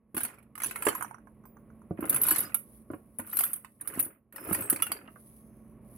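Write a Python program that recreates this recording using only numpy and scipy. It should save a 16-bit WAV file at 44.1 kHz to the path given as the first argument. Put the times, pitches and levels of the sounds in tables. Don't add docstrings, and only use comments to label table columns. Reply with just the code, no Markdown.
import sys
import numpy as np
from scipy import signal
from scipy.fft import rfft, irfft, next_fast_len
from scipy.io import wavfile

SR = 44100
rng = np.random.default_rng(int(sys.argv[2]) if len(sys.argv) > 2 else 0)


def master(y):
    cut = np.clip(np.atleast_2d(y).T, -1, 1)
    pcm = np.round(cut * 32767)
    wavfile.write(sys.argv[1], SR, pcm.astype(np.int16))


N = 263277
TIME_S = np.arange(N) / SR


def amp(db):
    return 10 ** (np.asarray(db) / 20)


def unit_rms(x):
    return x / np.sqrt(np.mean(x ** 2) + 1e-20)


def at_hz(curve, hz):
    knots_hz, values = np.transpose(curve)
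    return np.interp(np.log(hz + 1), np.log(knots_hz + 1), values)


def pan(db):
    gains = amp([[db / 2], [-db / 2]])
    return gains / gains.mean()


def add(mix, start_s, sound):
    span = mix[:, max(round(start_s * SR), 0):][:, :sound.shape[1]]
    span += sound[:, :span.shape[1]]


def highpass(x, hz):
    return signal.sosfilt(signal.butter(2, hz, "high", fs=SR, output="sos"), x)


def drift(per_s):
    knots = rng.standard_normal(4000)
    return np.interp(TIME_S * per_s, np.arange(len(knots)), knots)


def noise(spectrum, channels=2):
    size = next_fast_len(N)
    white = rfft(rng.standard_normal((channels, size)))
    gains = amp(at_hz(spectrum, np.fft.rfftfreq(size, 1 / SR)))
    return unit_rms(irfft(white * gains, size)[:, :N])


# (start [s], length [s], base pitch [Hz], peak level [dB])
FAR_NOTES = [(5.072, 0.71, 5950, -87), (5.336, 0.34, 4940, -94.5)]
def far_whistle(waver=0.0065, arch=0.068):
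    out = np.zeros(N)
    for start_s, length_s, hz, db in FAR_NOTES:
        progress = np.clip((TIME_S - start_s) / length_s, 0, 1)
        pitch_hz = hz * (1 + waver * drift(per_s=46) + arch * np.sin(np.pi * progress))
        swell = np.sqrt(np.interp(progress, [0, 0.5, 1], [0, 1, 0]))
        out += amp(db) * swell * np.sin(2 * np.pi * np.cumsum(pitch_hz) / SR)
    return out


# (frequency [Hz], relative level [dB])
HISS_SPECTRUM = [(6000,-18.5),(8500,-25.5),(9700,5.5),(11500,2.5),(13500,-8),(15500,-9.5)]
# (time [s], level [dB])
HISS_ENVELOPE = [(0, -91.5), (.3, -75.5), (0.498, -81.5), (1.85, -75.5), (2.1, -67.5), (2.68, -65.5),
                 (2.751, -59), (2.86, -73), (3.7, -67), (4.25, -93.5), (4.6, -79), (5.05, -67),
                 (5.24, -57.5), (5.38, -60.5), (5.44, -66), (5.8, -74), (5.97, -54.5)]
def hiss(gain_db=-1):
    flutter_db = 2 * drift(per_s=25) + 2 * drift(per_s=400)
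    swell_db = np.interp(TIME_S, *np.transpose(HISS_ENVELOPE))
    return noise(HISS_SPECTRUM) * amp(gain_db + swell_db + flutter_db)


# (frequency [Hz], relative level [dB])
HUM_TONES = [(59.2, -72.5), (123.8, -68.5), (199.2, -69), (220.7, -61.5), (581.4, -77), (662.1, -83),
             (1109, -81.5)]
# (frequency [Hz], relative level [dB])
RUMBLE_SPECTRUM = [(22,-27.5),(38,-11.5),(52,-1.5),(100,-6),(150,-4.5),(230,-4),(400,-11.5),(600,-18),(850,-26),(1100,-24),(1500,-34.5),(2300,-35),(3400,-52.5),(7000,-79.5)]
# (time [s], gain [dB])
HUM_ENVELOPE = [(0, -70), (.35, -62.5), (.9, -61), (1.2, -60), (1.9, -56), (3.4, -61.5), (3.7, -66),
                (4.25, -71), (5.05, -60.5), (5.97, -54)]
def distant_hum(tone_gain_db=59, waver_rad=0.5):
    hum = np.zeros(N)
    for hz, db in HUM_TONES:
        phase = 2 * np.pi * hz * TIME_S + waver_rad * drift(per_s=4.9)
        hum += amp(db + tone_gain_db) * np.sqrt(2) * np.sin(phase)
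    rumble = noise(RUMBLE_SPECTRUM, channels=1) + 0.22 * noise(RUMBLE_SPECTRUM)
    swell_db = np.interp(TIME_S, *np.transpose(HUM_ENVELOPE))
    return (hum + rumble) * amp(swell_db) * pan(db=-3)


def echoes(x, t60_s, gain_db, low_cut_hz):
    t = np.arange(SR // 2) / SR
    signs = rng.choice([-1., 1.], (2, len(t)))
    arrives = (rng.random((2, len(t))) < 0.08) & (t > 0.002)
    taps = signs * arrives * amp(-60 * t / t60_s)
    taps /= np.linalg.norm(taps, axis=1, keepdims=True)
    return amp(gain_db) * signal.fftconvolve(highpass(x, low_cut_hz), taps, axes=1)[:, :N]


# (frequency [Hz], rms phase difference [rad])
MIC_SPREAD = [(100,.2),(450,.22),(800,.9),(1400,1.4),(4000,1.8),(11000,2.4)]
def modes(hz, t60_s, sizes, block=112):
    poles = 2j * np.pi * hz - np.log(1000) / np.maximum(t60_s, 0.004)
    imbalance, lead_rad = at_hz(MIC_SPREAD, hz) * rng.standard_normal((2, len(hz)))
    mic_gains = sizes * np.exp(0.5 * np.outer([1, -1], 0.35 * imbalance + 1j * lead_rad))
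    steps = np.outer(np.arange(block) / SR, poles)
    block_starts = mic_gains[:, None] * np.exp(steps * block)
    return (block_starts @ np.exp(steps).T).imag.reshape(2, -1)


def part(spectrum, t60_s, count, main_hz=1000., main_gain=0.):
    low_hz, high_hz = spectrum[0][0], spectrum[-1][0]
    hz = low_hz + (high_hz - low_hz) * (np.arange(count) + rng.random(count)) / count
    life = np.exp(rng.uniform(-0.94, 1.0, count))
    sizes = amp(at_hz(spectrum, hz)) * rng.standard_normal(count) / np.sqrt(life)
    sizes /= np.linalg.norm(sizes)
    return modes(np.append(hz, main_hz), t60_s * np.append(life, 1.3), np.append(sizes, main_gain))


def struck(body, rise_s, gap_s, rebounds, attack_samples=260):
    body = body * (1 - np.exp(-np.arange(body.shape[1]) / (SR * rise_s)))
    gaps, forces = rng.uniform(0.2, 1.4, (2, rebounds))
    forces *= 0.73 ** np.arange(1, rebounds + 1)
    out = body.copy()
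    for delay_s, force in zip(np.cumsum(gaps) * gap_s, forces):
        add(out, delay_s, force * body)
    return out / np.sqrt(np.mean(out[:, :attack_samples] ** 2))


# (touch [s], full push [s], release [s], jingle [dB], grind [dB], rumble [dB], scrape [dB])
STROKES = [(0.148, 0.163, 0.25, -69, -52, -51, -56), (.57, 0.637, 0.68, -52, -55, -48, -52),
           (.7, 0.79, 1, -49, -51, -51, -63.5), (1.967, 2.126, 2.15, -43, -44, -39.5, -61),
           (2.171, 2.258, 2.397, -39, -44, -46, -46), (2.9, 2.913, 2.894, -55, -69.5, -52.5, -69.5),
           (3.19, 3.353, 3.468, -39, -53.5, -54, -55.5), (3.797, 3.943, 3.964, -42.5, -49.5, -46.5, -60),
           (4.331, 4.527, 4.6, -37, -45.5, -40.5, -54), (4.66, 4.68, 4.96, -68.5, -54, -50, -69.5)]
def contacts(spectrum, stroke_db, push_slope, t60_s, per_s, rise_s, spread_db, count=32):
    build_db, settle_db_per_s, settle_s = 16, 128, 0.22
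    hits = [struck(part(spectrum, t60_s, count=24), rise_s, gap_s=0.0024, rebounds=2)[:, :SR // 12]
            for _ in range(count)]
    hits = [hit / np.linalg.norm(hit) for hit in hits]
    out = np.zeros((2, N))
    for (touch_s, full_s, release_s, *_), db in zip(STROKES, stroke_db):
        slots_s = np.arange(touch_s, release_s + settle_s, 1 / per_s)
        late, pick, force = np.random.default_rng(rng.integers(1 << 30)).random((len(slots_s), 3)).T
        times_s = slots_s + late * 2 / per_s
        push_db = np.interp(times_s, [touch_s, full_s], [-build_db, 0])
        push_db -= settle_db_per_s * np.maximum(times_s - release_s, 0)
        sizes = unit_rms(amp(spread_db * force ** 2)) * amp(db + push_slope * push_db)
        for time_s, size, k in zip(times_s, sizes, (pick * count).astype(int)):
            add(out, time_s, hits[k] * size * np.sqrt(2 * SR / per_s))
    return out


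# (frequency [Hz], relative level [dB])
SCREW_SPECTRUM = [(7500,-45.5),(8700,-11),(9700,3),(11500,2),(12800,-2.5),(14000,-7.5),(15400,-5.5),(16400,-30)]
TOOL_SPECTRUM = [(2800,6.5),(3700,-1.5),(4500,0.5),(5200,-3.5),(6000,-1.5),(7200,-2.5),(8500,11.5)]
HEAP_SPECTRUM = [(650,-2),(950,4.5),(1350,8),(1900,2),(2600,1),(3300,-20.5)]
CRATE_SPECTRUM = [(70,-13),(100,4),(180,2.5),(290,8.5),(420,-2.5),(560,-2),(800,-12)]
def stirring():
    jingle_db, grind_db, rumble_db, scrape_db = np.transpose(STROKES)[3:]
    jingle = contacts(SCREW_SPECTRUM, jingle_db + 1, push_slope=1.5,
                      t60_s=0.03, per_s=220, rise_s=0.0003, spread_db=19)
    scrape = contacts(TOOL_SPECTRUM, scrape_db - 1, push_slope=1.8,
                      t60_s=0.03, per_s=300, rise_s=0.0004, spread_db=15)
    grind = contacts(HEAP_SPECTRUM, grind_db + 1, push_slope=1,
                     t60_s=0.016, per_s=320, rise_s=0.0005, spread_db=17)
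    rumble = contacts(CRATE_SPECTRUM, rumble_db - 2, push_slope=0.86,
                      t60_s=0.06, per_s=120, rise_s=0.003, spread_db=11)
    return jingle + scrape * pan(db=-5) + grind * pan(db=-7) + rumble * pan(db=-2)


# (frequency [Hz], relative level [dB])
WALL_SPECTRUM = [(420,-1),(560,-5.5),(720,-10),(1000,1),(1300,0.5),(1700,-9.5),(2300,-15.5),(3000,-25.5)]
# (frequency [Hz], relative level [dB], t60 [s])
CRATE_MODES = [(98,-12,0.2),(316,-6,0.13),(341,-7,0.11),(556.5,-14.5,0.097)]
# (time [s], thud level [dB], panel mode [Hz], wall clack level [dB])
CRATE_BLOWS = [(0.144, -36.5, 219, -68.5), (0.17, -32, 256, -52), (.867, -25.5, 418, -25.5),
               (.876, -26, 580, -32), (0.903, -40.5, 281.5, -36), (1.909, -24.5, 173.5, -49),
               (1.99, -28, 275, -51.5), (2.025, -28, 289, -36.5), (2.04, -37, 317, -32.5),
               (2.315, -31.5, 314, -38), (2.902, -30, 288, -44.5), (2.935, -32, 305.6, -37.5),
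               (3.193, -35, 237, -37), (3.975, -32, 256, -48.5), (4.063, -42.5, 264, -52),
               (4.491, -38, 287, -59), (4.51, -25.5, 191, -33.5), (4.727, -27.5, 278.5, -44),
               (5.079, -56.5, 223, -45), (5.159, -60.5, 207.2, -46.5)]
def crate_knocks(thud_gain_db=-3.5, wall_gain_db=-4.5):
    out = np.zeros((2, N))
    mode_hz, mode_db, mode_t60_s = np.transpose(CRATE_MODES)
    for time_s, thud_db, panel_hz, clack_db in CRATE_BLOWS:
        floor = part(CRATE_SPECTRUM, t60_s=0.054, count=22, main_hz=panel_hz, main_gain=1.4)
        floor += modes(mode_hz, mode_t60_s, amp(mode_db))
        thud = struck(floor, rise_s=0.00051, gap_s=0.00012, rebounds=1, attack_samples=440)
        wall = part(WALL_SPECTRUM, t60_s=0.039, count=44)
        clack = struck(wall, rise_s=0.00035, gap_s=0.0025, rebounds=3)
        blow = amp(thud_db + thud_gain_db) * thud * pan(db=-2)
        blow += amp(clack_db + wall_gain_db) * clack * pan(db=-7.5)
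        add(out, time_s, highpass(blow, 0.36 * panel_hz))
    return out


# (frequency [Hz], relative level [dB])
PLIERS_SPECTRUM = [(700, -11), (950, 3.5), (1300, 5), (1700, -11), (2300, -17)]
JAW_SPECTRUM = [(5300, -5), (6200, 16), (7500, -3), (9500, 16.5), (11500, 8.5), (14500, -21)]
# (time [s], level [dB])
PLIERS_TAPS = [(.928, -39), (0.95, -34.5), (.98, -49), (1.009, -35), (1.024, -33), (1.046, -38),
               (1.11, -42.5), (1.144, -44.5), (1.183, -54.5), (1.272, -55), (1.438, -59.5), (1.454, -52.5),
               (1.568, -54.5), (1.702, -59), (1.817, -57)]
def pliers(tick_gain_db=-11, tick_slope=1.37, t60_s=0.018, clack_cutoff_hz=2500):
    clacks, ticks = np.zeros((2, 2, N))
    tap = dict(rise_s=0.00072, gap_s=0.001, rebounds=2)
    body = unit_rms(part(PLIERS_SPECTRUM, t60_s, count=36))
    hardest_db = max(db for _, db in PLIERS_TAPS)
    for time_s, db in PLIERS_TAPS:
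        variation = unit_rms(part(PLIERS_SPECTRUM, t60_s, count=36))
        add(clacks, time_s, amp(db) * struck(body + variation, **tap))
        tick_db = hardest_db + tick_slope * (db - hardest_db) + tick_gain_db
        add(ticks, time_s, amp(tick_db) * struck(part(JAW_SPECTRUM, t60_s, count=48), **tap))
    dull = signal.sosfilt(signal.butter(4, clack_cutoff_hz, fs=SR, output="sos"), clacks)
    return dull * pan(db=-8.5) + ticks * pan(db=-11.5)


# (time [s], frequency [Hz], level [dB], t60 [s])
LOOSE_RINGS = [(.166, 11000, -31, 0.18), (.635, 6190, -31.5, 0.06), (.853, 7330, -40, 0.23),
               (.867, 453, -22, 0.045), (.887, 3047, -31, 0.055), (.951, 11580, -30, 0.13),
               (1.455, 14850, -59.5, .35), (1.455, 12450, -54.5, 0.11), (1.455, 8180, -67, 0.12),
               (1.455, 4980, -81, .15), (2.144, 11030, -23.5, 0.21), (2.215, 12245, -26, 0.15),
               (2.216, 13110, -21, 0.15), (2.286, 4318, -37.5, 0.37), (2.308, 11850, -13.5, 0.071),
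               (2.384, 14740, -47, .15), (2.452, 4950, -45.5, 0.078), (3.33, 12870, -29, 0.22),
               (3.37, 4130, -47, 0.11), (3.39, 4860, -42.5, 0.095), (3.438, 12530, -30.5, 0.21),
               (3.532, 8446, -67.5, .7), (4.025, 15000, -36.5, 0.16), (4.364, 5310, -63.5, 1),
               (4.622, 8280, -39, 0.53), (4.823, 2857, -29.5, 0.085), (4.869, 2784, -34.5, 0.042),
               (4.919, 11070, -32, 0.16), (4.92, 4607, -30.5, 0.035), (4.973, 4650, -47.5, 0.032),
               (5.077, 2805, -46, 0.026)]
def loose_pieces(left_lag_rad=0.85):
    out = np.zeros((2, N))
    t = np.arange(SR // 2) / SR
    for time_s, hz, db, t60_s in LOOSE_RINGS:
        phase = np.maximum(2 * np.pi * hz * t - [[left_lag_rad], [0]], 0)
        add(out, time_s, amp(db - 60 * t / t60_s) * np.sin(phase))
    return out


# (time [s], clink level [dB], main mode [Hz], heap clack level [dB], clink pan [dB])
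STEEL_HITS = [(0.146, -29, 10630, -49.5, 1), (0.167, -22.5, 9600, -39, -20), (.178, -21, 11800, -39, 0),
              (0.2053, -22.5, 11000, -41.5, -3), (.233, -16, 9720, -47, -9),
              (.2495, -21.5, 11000, -39.5, 1.5), (0.3403, -50, 10900, -60, -2),
              (.385, -51.5, 11000, -58, -4), (.427, -55.5, 10800, -67.5, -5),
              (.554, -35.5, 11000, -47, -10), (.578, -33, 11000, -46, -1),
              (0.6015, -30.5, 11100, -42, -4.5), (0.619, -24.5, 10740, -41, -0.5),
              (0.635, -18, 11100, -38.5, -4.5), (0.644, -19.5, 10400, -40, -3.5),
              (0.66, -22, 10800, -48, -5), (0.71, -27, 10740, -39.5, 6.5), (.758, -27.5, 10800, -36.5, -1),
              (0.823, -22.5, 11400, -35.5, -1.5), (0.8515, -21, 10640, -42, -10),
              (.8676, -22.5, 11150, -25, 1.5), (0.885, -17, 10120, -30.5, -5.5),
              (0.95, -22, 11550, -67, -5), (1.025, -24.5, 9300, -58.5, -4.5),
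              (2.007, -32, 10540, -64, -5.5), (2.0542, -30.5, 9940, -49.5, 12.5),
              (2.095, -7, 11650, -47, 7), (2.1272, -21, 11700, -40, -4.5), (2.144, -14, 11000, -42, -3.5),
              (2.1614, -14.5, 11000, -38, -7), (2.216, -13.5, 12540, -48, -2),
              (2.2342, -11, 12400, -45, -8.5), (2.266, -16, 11300, -66, 1),
              (2.2852, -10.5, 11030, -37, 1.5), (2.31, -11.5, 11100, -31.5, -2.5),
              (2.322, -16.5, 11000, -40, 6.5), (2.36, -16.5, 12160, -39, 1.5),
              (2.383, -15.5, 11200, -51, -10), (2.404, -15.5, 11700, -56, -1),
              (2.5443, -11, 11730, -39, -4.5), (3.1856, -22, 10600, -61, 0),
              (3.1974, -31, 10420, -52.5, -25), (3.3312, -43, 12570, -43, -2.5),
              (3.3693, -13, 12600, -41.5, 10.5), (3.3896, -10.5, 12650, -37.5, -4.5),
              (3.407, -14, 11800, -38, -1.5), (3.4362, -13.5, 12550, -38, -2),
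              (3.5326, -17, 9630, -52.5, -1.5), (3.5593, -30.5, 9800, -63, -5),
              (3.6467, -43.5, 10000, -46.5, -14), (3.8107, -26.5, 9500, -54.5, -5),
              (3.8744, -20.5, 9590, -49.5, -8), (3.9928, -17.5, 9680, -48, -11),
              (3.997, -16, 11950, -42.5, 12.5), (4.0264, -21, 9400, -64, -6.5),
              (4.0483, -26.5, 14000, -58, -1.5), (4.325, -42.5, 13300, -56.5, -8),
              (4.36, -31.5, 12000, -50, 8), (4.3812, -54, 10360, -46, -19),
              (4.5285, -16, 9590, -37.5, -16.5), (4.547, -19, 12760, -35.5, 2), (4.699, -9, 10460, -45, -5),
              (4.7032, -18, 10750, -40, 11.5), (4.7272, -20.5, 8400, -39, -9), (4.7605, -24, 11000, -41, 0),
              (4.8, -40, 8950, -44.5, -8), (4.8218, -10, 10390, -33, -5.5), (4.866, -29, 11030, -45.5, 7.5),
              (4.9176, -17, 10990, -34, -7.5)]
def steel_clinks(clink_gain_db=-9, ping_gain_db=-9.5, clack_gain_db=1):
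    out = np.zeros((2, N))
    for time_s, clink_db, hz, clack_db, pan_db in STEEL_HITS:
        screw = part(SCREW_SPECTRUM, t60_s=0.023, count=72, main_hz=hz, main_gain=0.65)
        clink = struck(screw, rise_s=0.0004, gap_s=0.0018, rebounds=7)
        tool = part(TOOL_SPECTRUM, t60_s=0.022, count=52)
        ping = struck(tool, rise_s=0.0012, gap_s=0.0023, rebounds=7)
        heap = part(HEAP_SPECTRUM, t60_s=0.023, count=44)
        clack = struck(heap, rise_s=0.0005, gap_s=0.001, rebounds=3)
        ping_db = 0.41 * clink_db + 0.7 * clack_db
        add(out, time_s, amp(clink_db + clink_gain_db) * clink * pan(pan_db))
        add(out, time_s, amp(ping_db + ping_gain_db) * ping * pan(db=-2.5))
        add(out, time_s, amp(clack_db + clack_gain_db) * clack * pan(db=-5.5))
    return out


def scene():
    rummage = steel_clinks() + crate_knocks() + pliers() + loose_pieces() + stirring()
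    shimmer = echoes(rummage, t60_s=0.047, gain_db=-20, low_cut_hz=4500)
    walls = echoes(rummage, t60_s=0.06, gain_db=-12, low_cut_hz=600)
    yard = echoes(rummage, t60_s=0.2, gain_db=-10, low_cut_hz=288)
    return rummage + shimmer + walls + yard + distant_hum() + hiss() + far_whistle()


def record(dry):
    lowpass = signal.firwin(201, 16200, window=("kaiser", 8), fs=SR)
    return signal.oaconvolve(highpass(dry, 45), lowpass[None], "same")


dry = scene()
out = record(dry)
master(out)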